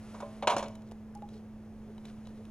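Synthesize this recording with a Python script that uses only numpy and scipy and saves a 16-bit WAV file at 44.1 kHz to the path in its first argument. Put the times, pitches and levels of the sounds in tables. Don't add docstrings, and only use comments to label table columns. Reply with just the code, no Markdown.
import sys
import numpy as np
from scipy import signal
from scipy.fft import rfft, irfft
from scipy.io import wavfile
from scipy.ndimage import uniform_filter1d

SR = 44100
rng = np.random.default_rng(int(sys.argv[2]) if len(sys.argv) > 2 else 0)


def wrap_up_sound(samples):
    columns = np.atleast_2d(samples).T
    tamed = np.clip(columns, -1, 1)
    steps = np.round(tamed * 32767).astype(np.int16)
    wavfile.write(sys.argv[1], SR, steps)


N = 110250

# freq_hz, relative level_db (per Hz)
CLATTER_COLOUR = [(40, -45), (120, -24), (280, -12), (480, -9), (640, -1.5), (1000, -3), (1250, -16.5),
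                  (1500, -16), (2200, -40), (8000, -85)]
CRACK_COLOUR = [(100, -62), (900, -39), (1450, 4), (1950, -0.5), (2400, 4.5), (3800, 1), (4300, -4),
                (4700, -14), (7000, -26), (15000, -76)]
ATTACK_S = 0.00027
LEFT_RIGHT = np.array([[1], [-1]])


def undb(db):
    return 10 ** (np.asarray(db) / 20)


def curve(points):
    hz, db = np.array(points, float).T
    bins_hz = np.arange(N // 2 + 1) * SR / N
    return undb(np.interp(np.log(bins_hz + 1), np.log(hz), db))


def filtered(x, points):
    return irfft(rfft(x) * curve(points), N)


def noise(points):
    x = filtered(rng.standard_normal(N), points)
    return x / x.std()


def wide(points, side_db):
    middle, side = noise(points), undb(side_db) * noise(points)
    return (middle + side * LEFT_RIGHT) / np.sqrt(1 + undb(side_db) ** 2)


def since(start_s):
    return np.maximum(np.arange(N) / SR - start_s, 0)


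def fade(t, t60_s):
    return np.exp(-np.log(1000) * t / t60_s)


def blow(start_s, hold_s, t60_s):
    t = since(start_s)
    return np.minimum(t / ATTACK_S, 1) * fade(np.maximum(t - hold_s, 0), t60_s)


def ring(start_s, hz, t60_s):
    out = np.zeros(N)
    i = np.arange(int(start_s * SR) + 1, min(int((start_s + t60_s) * SR), N))
    t = i / SR - start_s
    out[i] = np.sin(2 * np.pi * hz * t) * fade(t, t60_s)
    return out


def modes(start_s, table, rise_s):
    ringing = sum(undb(db) * ring(start_s, hz, t60_s) for hz, db, t60_s in table)
    return ringing * np.minimum(since(start_s) / max(rise_s, ATTACK_S), 1)


def swells(rows, colour):
    t = np.arange(N) / SR
    bursts = sum(undb(db) * np.exp(-((t - centre_s) / half_s) ** 2) for centre_s, half_s, db in rows)
    return noise(colour) * bursts


def equipment():
    # freq_hz, relative level_db (per Hz)
    air_colour = [(15, -2), (30, -18), (52, 1.5), (75, -9.5), (105, 2.5), (160, -7.5), (250, -10.5),
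                  (430, -11.5), (600, -15.5), (1000, -23), (2000, -31.5), (4000, -41), (6300, -41.5),
                  (8000, -47), (10500, -44.5), (15500, -49.5)]
    # freq_hz, gain_db
    air_side_gain = [(25, -13), (60, -14), (125, -20), (250, -24), (1000, -35), (4000, -14.5), (10000, -6)]
    motor_hz, motor_db, waver_db = 216.55, -47.5, 0.38
    mains_hz, mains_db = 98, -66
    air_db = -52
    t = np.arange(N) / SR
    waver = noise([(2, 0), (8, -15), (30, -80)])
    motor = undb(motor_db + waver_db * waver) * np.sin(2 * np.pi * motor_hz * t)
    mains = undb(mains_db) * np.sin(2 * np.pi * mains_hz * t)
    air = noise(air_colour) + filtered(noise(air_colour), air_side_gain) * LEFT_RIGHT
    return np.sqrt(2) * (motor + mains) + undb(air_db) * air


def sleeves():
    # centre_s, half_length_s, level_db
    rustle_rows = [(0.13, 0.21, -55.5), (0.37, 0.068, -62), (1.34, .05, -77), (2.085, 0.037, -65),
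                   (2.28, 0.58, -66)]
    # freq_hz, relative level_db (per Hz)
    cloth_colour = [(300, 18), (900, 13), (2000, 7), (4000, 0.5), (6500, -1), (8000, -5.5), (10500, 1.5),
                    (15500, -23)]
    return swells(rustle_rows, cloth_colour)


def rack():
    # start_s, box_db, lid_db, tray_db, clatter_db, crack_db, snap_db, contact_s
    knock_rows = [(0.142, -52, -62, -42.5, -52, -64, -68, 0.015),
                  (0.203, -60, -67, -42, -43.5, -55.5, -56, .003),
                  (0.2234, -37.5, -61, -61, -41, -62.5, -85, 0.007),
                  (0.4243, -33, -40, -34.5, -32, -45, -58.5, 0.0092),
                  (0.4722, -33, -17.5, -20.5, -26.5, -28, -37, 0.006),
                  (0.4978, -34, -40, -22.5, -29, -37, -44, 0.013),
                  (0.518, -29, -37, -28, -34.5, -48.5, -55, 0.026),
                  (0.5652, -34.5, -33, -32.5, -26.5, -40.5, -41.5, 0.0024),
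                  (0.581, -53, -46, -46, -37, -50, -44, 0.004),
                  (0.592, -40.5, -53, -48, -41.5, -49, -57.5, 0.015),
                  (0.626, -36.5, -50, -50, -36, -49.5, -52, 0.0046),
                  (0.639, -43.5, -55, -43, -44, -58, -59, 0.0017),
                  (0.658, -43.5, -48, -65, -52, -55, -82, 0.0022)]
    # pitch_hz, level_db, t60_s
    box_modes = [(438.5, -10.5, .22), (575.8, 3.5, 0.2), (647, -7.5, 0.57), (795, -12.5, 0.42),
                 (1049, -9.5, 0.37)]
    lid_modes = [(619, -2.5, 0.14), (715, -8, 0.18), (769, -16, 0.21), (2960, -8.5, 0.063),
                 (4190, -8.5, 0.049)]
    tray_modes = [(939.6, -1, 0.088), (969.6, -7.5, 0.3), (1093, -6.5, 0.12), (1191, -6.5, 0.1),
                  (1295, -10.5, 0.095), (2247, -19, 0.19)]
    # freq_hz, relative level_db (per Hz)
    snap_colour = [(300, -60), (3200, -14), (4700, -0.5), (6800, 2.5), (7700, -8.5), (9500, -4),
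                   (11500, -13), (13500, -15), (15500, -37)]
    # freq_hz, relative level_db (per Hz)
    bench_colour = [(30, -16), (60, -7), (100, 2.5), (160, -2), (280, 2), (400, -22), (700, -34),
                    (5000, -86)]
    # start_s, level_db, pitch_hz, t60_s
    thud_rows = [(0.475, -32, 313, 0.024), (0.5654, -17.5, 820, 0.017)]
    clatter_t60_s, crack_t60_s, snap_t60_s = 0.056, 0.068, 0.06
    bench_start_s, bench_db, bench_t60_s = 0.54, -43.5, 0.81
    out = np.zeros((2, N))
    clatter, crack = noise(CLATTER_COLOUR), noise(CRACK_COLOUR)
    snap = wide(snap_colour, -13)
    for start_s, box_db, lid_db, tray_db, clatter_db, crack_db, snap_db, contact_s in knock_rows:
        out += undb(box_db) * modes(start_s, box_modes, contact_s)
        out += undb(lid_db) * modes(start_s, lid_modes, contact_s / 2)
        out += undb(tray_db) * modes(start_s, tray_modes, contact_s / 2)
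        out += undb(clatter_db) * clatter * blow(start_s, contact_s, clatter_t60_s)
        out += undb(crack_db) * crack * blow(start_s, contact_s, crack_t60_s)
        out += undb(snap_db) * snap * blow(start_s, contact_s, snap_t60_s)
    out += undb(bench_db) * noise(bench_colour) * blow(bench_start_s, 0, bench_t60_s)
    thuds = sum(undb(db) * ring(start_s, hz, t60_s) for start_s, db, hz, t60_s in thud_rows)
    return out - thuds


def pipette_ticks():
    # start_s, clatter_db, crack_db, snap_db, ping_db
    tick_rows = [(0.6826, -60, -53, -51, -75), (0.7531, -60, -58, -55.5, -55), (0.82, -60, -67, -63.5, -75),
                 (0.9125, -58, -64, -57, -68), (0.919, -47.5, -63.5, -59.5, -67),
                 (1.1503, -50, -66, -54, -72), (1.1732, -64, -72, -67, -78), (1.2217, -46, -62.5, -66, -78),
                 (1.289, -75, -62, -63, -62), (1.9796, -53.5, -60.5, -67, -58.5),
                 (2.0531, -55, -53, -54, -50), (2.083, -77, -56, -72, -61), (2.1, -56, -62, -81, -72),
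                 (2.255, -68, -64, -74, -57), (2.271, -51, -56.5, -59.5, -59),
                 (2.4521, -59, -59.5, -63, -70)]
    # freq_hz, relative level_db (per Hz)
    edge_colour = [(300, -51), (3200, -12), (4700, 3.5), (6800, 3.5), (8000, -4), (9800, 2.5), (12500, -5),
                   (15500, -5)]
    # pitch_hz, level_db, t60_s
    shell_modes = [(3020, -10, 0.072), (3910, 2.5, 0.026)]
    hold_s, t60_s = 0.0014, 0.021
    colours = [noise(CLATTER_COLOUR), noise(CRACK_COLOUR), noise(edge_colour)]
    out = np.zeros(N)
    for start_s, *levels_db, ping_db in tick_rows:
        burst = sum(undb(db) * colour for db, colour in zip(levels_db, colours))
        out += blow(start_s, hold_s, t60_s) * burst
        out += undb(ping_db) * modes(start_s, shell_modes, hold_s)
    return out


def scrapes():
    # centre_s, half_length_s, level_db
    scrape_rows = [(0.88, 0.016, -69), (1.345, 0.051, -65.5), (2.085, 0.038, -69), (2.28, .04, -73.5),
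                   (2.38, 0.012, -71)]
    # freq_hz, relative level_db (per Hz)
    scrape_colour = [(1200, -16), (2400, -8), (3000, -3), (3450, -4), (3950, -3), (4700, -3), (7000, -11),
                     (12000, -16)]
    grain_db, grain_s = 2.5, 0.0037
    grain = uniform_filter1d(rng.standard_normal(N), max(int(grain_s * SR), 2))
    rough = undb(grain_db * grain / grain.std())
    return swells(scrape_rows, scrape_colour) * rough / np.sqrt(np.mean(rough ** 2))


def hand_bumps():
    # centre_s, half_length_s, level_db
    bump_rows = [(0.91, 0.044, -57), (1.365, 0.037, -56), (1.9, 0.024, -52), (2.405, 0.018, -51)]
    # freq_hz, relative level_db (per Hz)
    grip_colour = [(200, -67), (350, -4.5), (430, 3), (600, -8.5), (1000, -24), (2500, -48), (12000, -80)]
    return swells(bump_rows, grip_colour)


def tip_taps():
    # start_s, level_db
    tap_rows = [(1.1518, -37.5), (1.2225, -34.5)]
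    pitch_hz, t60_s, rise_s = 824, 0.14, 0.0074
    out = np.zeros(N)
    for start_s, db in tap_rows:
        bloom = 1 - np.exp(-since(start_s) / rise_s)
        out += undb(db) * ring(start_s, pitch_hz, t60_s) * bloom
    return out


def room(x):
    tail_db, delay_s, t60_s, spread_db = -15, 0.012, 0.51, -18
    tail = blow(delay_s, 0, t60_s)
    middle = rng.standard_normal(N)
    side = filtered(rng.standard_normal(N), [(500, -37), (3000, -3)])
    diffuse = middle + undb(spread_db) * side * LEFT_RIGHT
    response = tail * diffuse / np.sqrt(np.sum(tail ** 2))
    return x + undb(tail_db) * signal.fftconvolve(x, response, axes=1)[:, :N]


def scene():
    handling = sleeves() + rack() + pipette_ticks() + scrapes() + hand_bumps() + tip_taps()
    return room(handling) + equipment()


def record(dry):
    # freq_hz, difference_db
    port_balance = [(60, -0.5), (220, -1.1), (700, -0.5), (1290, -2.5), (2000, 0), (2800, 1), (4400, 0.4),
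                    (15000, 0.3)]
    # freq_hz, phase_rad
    port_phase = [(0, 0), (1000, .27), (2670, .62), (4700, 1.6), (6500, 1.25), (9000, 1.7), (11200, 2.55),
                  (13000, 2.9), (16000, 2.75)]
    top_hz = 15900
    hz = np.arange(N // 2 + 1) * SR / N
    lead_rad = np.interp(hz, *np.array(port_phase).T)
    half = np.sqrt(curve(port_balance)) * np.exp(.5j * lead_rad)
    ports = irfft(rfft(dry) * np.array([half, 1 / half]), N)
    low_pass = signal.ellip(8, .2, 70, top_hz, fs=SR, output="sos")
    return signal.sosfilt(low_pass, ports)


dry = scene()
out = record(dry)
wrap_up_sound(out)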